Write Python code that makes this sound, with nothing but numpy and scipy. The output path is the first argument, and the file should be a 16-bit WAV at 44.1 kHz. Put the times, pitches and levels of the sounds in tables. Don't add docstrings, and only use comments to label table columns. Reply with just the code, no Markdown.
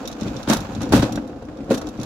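import sys
import numpy as np
from scipy import signal
from scipy.fft import rfft, irfft
from scipy.io import wavfile

SR = 44100
rng = np.random.default_rng(int(sys.argv[2]) if len(sys.argv) > 2 else 0)


def pcm_store(signal):
    levels = np.round(np.clip(np.atleast_2d(signal), -1, 1) * 32767)
    wavfile.write(sys.argv[1], SR, levels.astype(np.int16).T)


N = 90404

# (f/Hz, level/dB)
WIND_SPECTRUM = [(15, -33), (40, 15), (80, 11), (140, -1.5), (400, -36), (16000, -97)]
WIND_DB = -48

# (t/s, rumble level/dB, hiss level/dB, deep rumble level/dB)
RIDE_LEVELS = [(0, -34.5, -40.5, -44), (.19, -35.5, -42, -53), (.27, -30.5, -39, -33), (.36, -34, -39, -34),
               (.45, -39, -40.5, -47), (.58, -40, -34, -29), (.68, -36.5, -38.5, -39),
               (.79, -37, -41.5, -27.5), (.85, -29.5, -41.5, -35), (.91, -30, -39.5, -24),
               (1.06, -26.5, -38.5, -38), (1.17, -32, -44, -34), (1.229, -33, -50.5, -44.5),
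               (1.39, -37, -51.5, -45), (1.55, -35.5, -53, -43.5), (1.68, -33.5, -52, -39.5),
               (1.78, -29, -45, -39), (1.952, -37, -47, -42.5), (2.05, -31, -38.5, -34)]
# (f/Hz, level/dB)
RUMBLE_SPECTRUM = [(25, -30.5), (110, -17), (175, -15), (220, -0.5), (255, -3), (300, 2), (350, -10),
                   (430, -12), (520, -3.5), (620, -18.5), (720, -11), (950, -22.5), (1400, -24.5),
                   (2000, -37.5), (5000, -42), (16000, -66)]
# (f/Hz, level/dB)
HISS_SPECTRUM = [(100, -23), (390, -2.5), (520, 7), (750, 8.5), (1100, 2), (1500, 2), (2000, -7),
                 (2600, -3.5), (3100, -8.5), (3800, -8), (5000, -12), (7200, -12), (8200, -25.5),
                 (12000, -25.5), (16000, -29)]
# (f/Hz, level/dB)
DEEP_SPECTRUM = [(20, -19), (45, 5.5), (80, 4), (115, 4.5), (165, 4), (240, -2.5), (500, -28), (16000, -78)]
JUDDER_DB, JUDDER_HZ = 1.76, 46

# (f/Hz, level/dB, t60/s)
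METAL_MODES = [(918, -2, 0.26), (1032, -11, .15), (1089, 0, 0.16), (1252, 0.5, 0.086), (1500, 3, 0.12),
               (2670, 9, 0.055), (3630, 0, 0.065), (3800, -0.5, 0.095), (4730, -10, .1), (5740, 0.5, 0.078),
               (6500, -2, 0.074), (7320, -20, 0.057)]
# (t/s, level/dB, treble corner f/Hz)
FITTING_STRIKES = [(0.054, -28.5, 5800), (0.0748, -23.5, 14200), (0.114, -34.5, 9900), (.126, -29, 5800),
                   (.199, -39, 7000), (0.21, -26.5, 6000), (0.231, -30.5, 6890), (0.273, -31, 4800),
                   (.281, -31, 5900), (0.365, -28, 6230), (0.386, -39, 7000), (0.429, -31.5, 9240),
                   (.498, -12.5, 9600), (.533, -16, 16000), (0.568, -24.5, 16000), (.604, -31, 14500),
                   (0.749, -29.5, 6000), (0.817, -28, 12100), (0.83, -29.5, 10700), (.853, -35, 6000),
                   (.891, -36.5, 9000), (0.902, -41, 6000), (0.955, -30, 16000), (1.123, -28, 15050),
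                   (1.138, -57, 7000), (1.156, -27, 11000), (1.275, -42.5, 10600), (1.284, -52, 7000),
                   (1.425, -50, 9000), (1.451, -50, 12000), (1.571, -46.5, 9000), (1.643, -48, 10000),
                   (1.746, -24, 12900), (1.778, -27.5, 12200), (1.814, -31.5, 9900), (1.869, -31, 6950),
                   (1.887, -35.5, 13800), (1.974, -43, 7000), (1.998, -35.5, 9100), (2.013, -32, 8900),
                   (2.031, -29, 11900)]
# (f/Hz, level/dB)
TICK_SPECTRUM = [(200, 10), (1500, -12), (2800, -8), (3750, 4), (4900, -4.5), (5850, 5.5), (6400, -3),
                 (7050, 0.5), (8300, -13.5), (9500, -9), (10400, -4.5), (13000, -10.5), (16000, -12)]
TICK_RISE_S, TICK_T60, TICK_TAIL_DB, TICK_TAIL_T60, TICK_RING_DB = 0.0012, 0.04, -24, 0.15, -15

# (t/s, hold/s, level/dB, release t60/s, treble corner f/Hz)
RUNNER_CLASHES = [(0.472, 0.0084, -26.5, 0.03, 5200), (0.483, 0.03, -21.5, 0.11, 14000),
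                  (0.511, 0.0076, -24, 0.073, 5100), (0.524, .012, -23, 0.12, 15000),
                  (0.561, .005, -32.5, .1, 14000), (0.651, 0.0019, -26.5, 0.03, 3000),
                  (0.705, 0.0046, -31.5, 0.035, 1510), (0.803, 0.031, -34, .1, 6000),
                  (0.92, 0.041, -18.5, 0.24, 13900), (0.933, .004, -10, 0.031, 1430),
                  (1.021, .007, -24.5, 0.19, 7560), (1.08, .003, -39, 0.039, 2500),
                  (1.172, 0.0032, -24, 0.058, 2130), (1.324, 0.0022, -36, 0.068, 2000),
                  (1.41, .004, -41, 0.044, 1490), (1.483, 0.0038, -35, 0.047, 2230),
                  (1.701, 0.021, -26.5, 0.13, 12400), (1.738, 0.0072, -33, 0.073, 15000),
                  (1.77, .006, -35.5, 0.044, 12000), (1.81, .012, -30.5, 0.071, 1700)]
# (f/Hz, level/dB)
CLASH_SPECTRUM = [(40, -15.5), (250, 4), (700, 7), (1100, 2), (1600, 2.5), (2100, -7), (3000, -6),
                  (3750, -4), (5000, -8.5), (6300, -9.5), (8000, -13.5), (11500, -16), (16000, -19)]
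METAL_RISE_S, CLASH_RING_DB = 0.0039, -16

# (t/s, level/dB, tone f/Hz, boom level/dB relative to BOOM_DB)
BLOWS = [(0.041, -29, 500, -20), (.220, -14, 190, 4.5), (0.254, -20.5, 190, 5.5), (.265, -15, 200, -3),
         (0.275, -18, 267, -9), (0.351, -22, 387, 13), (0.478, -11.5, 245, 6.5), (0.4994, -4.5, 222, -2),
         (.537, -12, 200, -4), (0.564, -18.5, 200, -1), (0.613, -23.5, 200, -14), (0.691, -20.5, 220, -1),
         (.763, -19, 180, 2), (0.794, -28, 180, 18), (.812, -18, 255, 2), (.838, -17.5, 277, -9),
         (.923, -7, 327, 2.5), (0.935, 0, 280, 6), (.953, -12.5, 283, 12), (0.97, -9, 230, -1),
         (.991, -8.5, 198, 14), (1.029, -7, 260, 8.5), (1.116, -23.5, 275, 13), (1.153, -17.5, 220, 3),
         (1.176, -15.5, 235, -12), (1.295, -24, 280, -9), (1.424, -26.5, 435, 4), (1.485, -24, 245, 6),
         (1.586, -28, 276, -14), (1.604, -22, 280, -18), (1.632, -27.5, 230, -27), (1.692, -18.5, 246, 8.5),
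         (1.708, -3.5, 417, -32), (1.741, -18, 383, -2.5), (1.843, -30, 413, 4), (1.989, -17.5, 280, 7.5)]
# (f/Hz, level/dB, t60/s)
BODY_MODES = [(180, -10, 0.11), (219, 4, 0.08), (272.1, 2.5, 0.092), (298.5, -3, 0.14), (353, -3.5, 0.096),
              (447, -1, 0.08), (526.6, 2, 0.089), (758, -19, 0.17), (912, -1, 0.051), (1075, -3.5, 0.095),
              (1200, -17, 0.027), (1420, 1.5, 0.056)]
# (f/Hz, level/dB, t60/s)
BOOM_MODES = [(57.4, -9, 0.033), (87.2, -6.5, 0.1), (119, 2, 0.14)]
# (f/Hz, level/dB)
SHUDDER_SPECTRUM = [(30, -57), (100, -31), (240, 18), (310, 3), (400, -16.5), (560, -1), (800, -14.5),
                    (1500, -19), (2100, -14), (5000, -25.5), (16000, -47)]
BODY_RISE_S, BOOM_RISE_S, BOOM_DB, SHUDDER_DB, SHUDDER_T60 = 0.0013, 0.002, -13.5, -10.5, 0.099

# (f/Hz, coherence, clipped to 1 in use)
COHERENCE = [(60, 4), (290, 0.92), (640, .8), (1410, 0.3), (3100, 0.01), (15000, 0)]
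# (f/Hz, left minus right level/dB)
BALANCE = [(60, 0.5), (200, 2), (380, 2), (700, -2), (1290, -4.5), (2380, 0.5), (4400, -4.5), (6000, -5.5),
           (8120, -3.5), (15000, -5)]
LOW_CUT_HZ, CEILING, BAND_LIMIT_HZ = 40, 0.93, 15850


def amp(db):
    return 10 ** (np.asarray(db) / 20)


def read(points, hz):
    f, value = np.transpose(points)
    return np.interp(np.log(hz + 1), np.log(f + 1), value)


def unit(x):
    return x / np.sqrt(np.mean(x ** 2) + 1e-20)


def since(start):
    return np.maximum(np.arange(N) / SR - start, 0)


def decay(t, t60):
    return np.exp(-np.log(1000) * t / t60)


def add(mix, start, sound):
    part = mix[max(round(start * SR), 0):][:len(sound)]
    part += sound[:len(part)]


def colour(x, spectrum, size=4096):
    log_gain = np.log(amp(read(spectrum, abs(np.fft.fftfreq(size, 1 / SR)))))
    response = np.exp(np.conj(signal.hilbert(log_gain)))
    taps = np.fft.ifft(response).real[:size // 2]
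    return signal.oaconvolve(x, taps[None] / np.linalg.norm(taps), axes=1)[:, :N]


def low_pass(x, corner_hz):
    return signal.sosfilt(signal.butter(2, corner_hz, fs=SR, output="sos"), x)


def high_pass(x, corner_hz):
    return signal.sosfilt(signal.butter(2, corner_hz, "high", fs=SR, output="sos"), x)


def cohere(independent):
    a, b = rfft(independent)
    coherence = np.clip(read(COHERENCE, np.fft.rfftfreq(N, 1 / SR)), -1, 1)
    common, opposed = np.sqrt((1 + coherence) / 2) * a, np.sqrt((1 - coherence) / 2) * b
    return irfft(np.array([common + opposed, common - opposed]), N)


def noise():
    return cohere(rng.standard_normal((2, N)))


def grit(per_s, spread_db):
    sizes = amp(spread_db * np.minimum(rng.exponential(1, N), 4))
    touching = rng.random(N) < per_s / SR
    return unit(cohere(sizes * touching * rng.standard_normal((2, N))))


def wobble(rate_hz):
    rolloff = 1 + (np.fft.rfftfreq(N, 1 / SR) / rate_hz) ** 2
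    return unit(irfft(rfft(rng.standard_normal(N)) / rolloff, N))


def ring(modes, rise_s, tone_hz=1, db_per_octave=0):
    t = np.arange(SR // 2) / SR
    out = np.zeros(len(t))
    for hz, db, t60 in modes:
        drive = amp(db - db_per_octave * abs(np.log2(hz / tone_hz)))
        out += drive * decay(t, t60) * np.sin(2 * np.pi * hz * t)
    out *= 1 - np.exp(-t / rise_s)
    return out / abs(out).max()


def wind():
    pressure = noise() + 0.54 * rng.standard_normal((2, N))
    gust_db = 1.3 * wobble(rate_hz=5.9)
    return amp(WIND_DB) * colour(pressure * amp(gust_db), WIND_SPECTRUM)


def runners():
    judder_db = JUDDER_DB * wobble(JUDDER_HZ)
    times, *levels = np.transpose(RIDE_LEVELS)
    rumble_db, hiss_db, deep_db = (np.interp(since(0), times, db) for db in levels)
    rumble = colour(noise() * amp(rumble_db + judder_db), RUMBLE_SPECTRUM)
    friction = grit(per_s=5000, spread_db=-1)
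    hiss = colour(friction * amp(hiss_db + 0.5 * judder_db), HISS_SPECTRUM)
    deep = colour(noise() * amp(deep_db), DEEP_SPECTRUM)
    return rumble + hiss + deep


def metal_ring(force):
    response = ring(METAL_MODES, METAL_RISE_S)
    return signal.oaconvolve(force, response[None] / np.linalg.norm(response), axes=1)[:, :N]


def loose_fittings():
    t, bursts = np.arange(SR // 5) / SR, np.zeros((2, N))
    release = decay(t, TICK_T60) + amp(TICK_TAIL_DB) * decay(t, TICK_TAIL_T60)
    envelope = np.minimum(t / TICK_RISE_S, 1) * release
    for start, db, corner_hz in FITTING_STRIKES:
        for channel in bursts:
            add(channel, start, amp(db) * low_pass(envelope * rng.standard_normal(len(t)), corner_hz))
    ticks = colour(bursts, TICK_SPECTRUM)
    return ticks + amp(TICK_RING_DB) * metal_ring(ticks)


def seam_clashes():
    contacts, force = grit(per_s=8800, spread_db=2), np.zeros((2, N))
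    for start, hold, db, t60, corner_hz in RUNNER_CLASHES:
        envelope = np.minimum(since(start) / METAL_RISE_S, 1) * decay(since(start + hold), t60)
        force += low_pass(contacts * amp(db) * envelope, corner_hz)
    return colour(force, CLASH_SPECTRUM) + amp(CLASH_RING_DB) * metal_ring(force)


def body_blows():
    knocks, shudder, vibration = np.zeros(N), np.zeros((2, N)), noise()
    t = np.arange(SR // 2) / SR
    shudder_shape = (1 - np.exp(-t / BODY_RISE_S)) * decay(t, SHUDDER_T60)
    for start, db, tone_hz, boom_db in BLOWS:
        bass_cut_hz = 0.34 * tone_hz
        body = high_pass(ring(BODY_MODES, BODY_RISE_S, tone_hz, db_per_octave=13), bass_cut_hz)
        boom = amp(boom_db + BOOM_DB) * ring(BOOM_MODES, BOOM_RISE_S)
        add(knocks, start, amp(db) * (body + boom))
        envelope = np.full(N, 1e-12)
        add(envelope, start, amp(db) * shudder_shape)
        shudder += high_pass(vibration * envelope, bass_cut_hz)
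    return knocks + amp(SHUDDER_DB) * colour(shudder, SHUDDER_SPECTRUM)


def scene():
    mix = body_blows() + seam_clashes() + loose_fittings() + runners() + wind()
    balance_db = read(BALANCE, np.fft.rfftfreq(2 * N, 1 / SR))
    return irfft(rfft(mix, 2 * N) * amp([balance_db / 2, -balance_db / 2]))[:, :N]


def record(dry):
    x = high_pass(dry, LOW_CUT_HZ)
    rounded = x / (1 + (x / CEILING) ** 4) ** 0.25
    band_limit = signal.firwin(511, BAND_LIMIT_HZ, window=("kaiser", 9), fs=SR)
    return signal.oaconvolve(rounded, band_limit[None], "same")


dry = scene()
out = record(dry)
pcm_store(out)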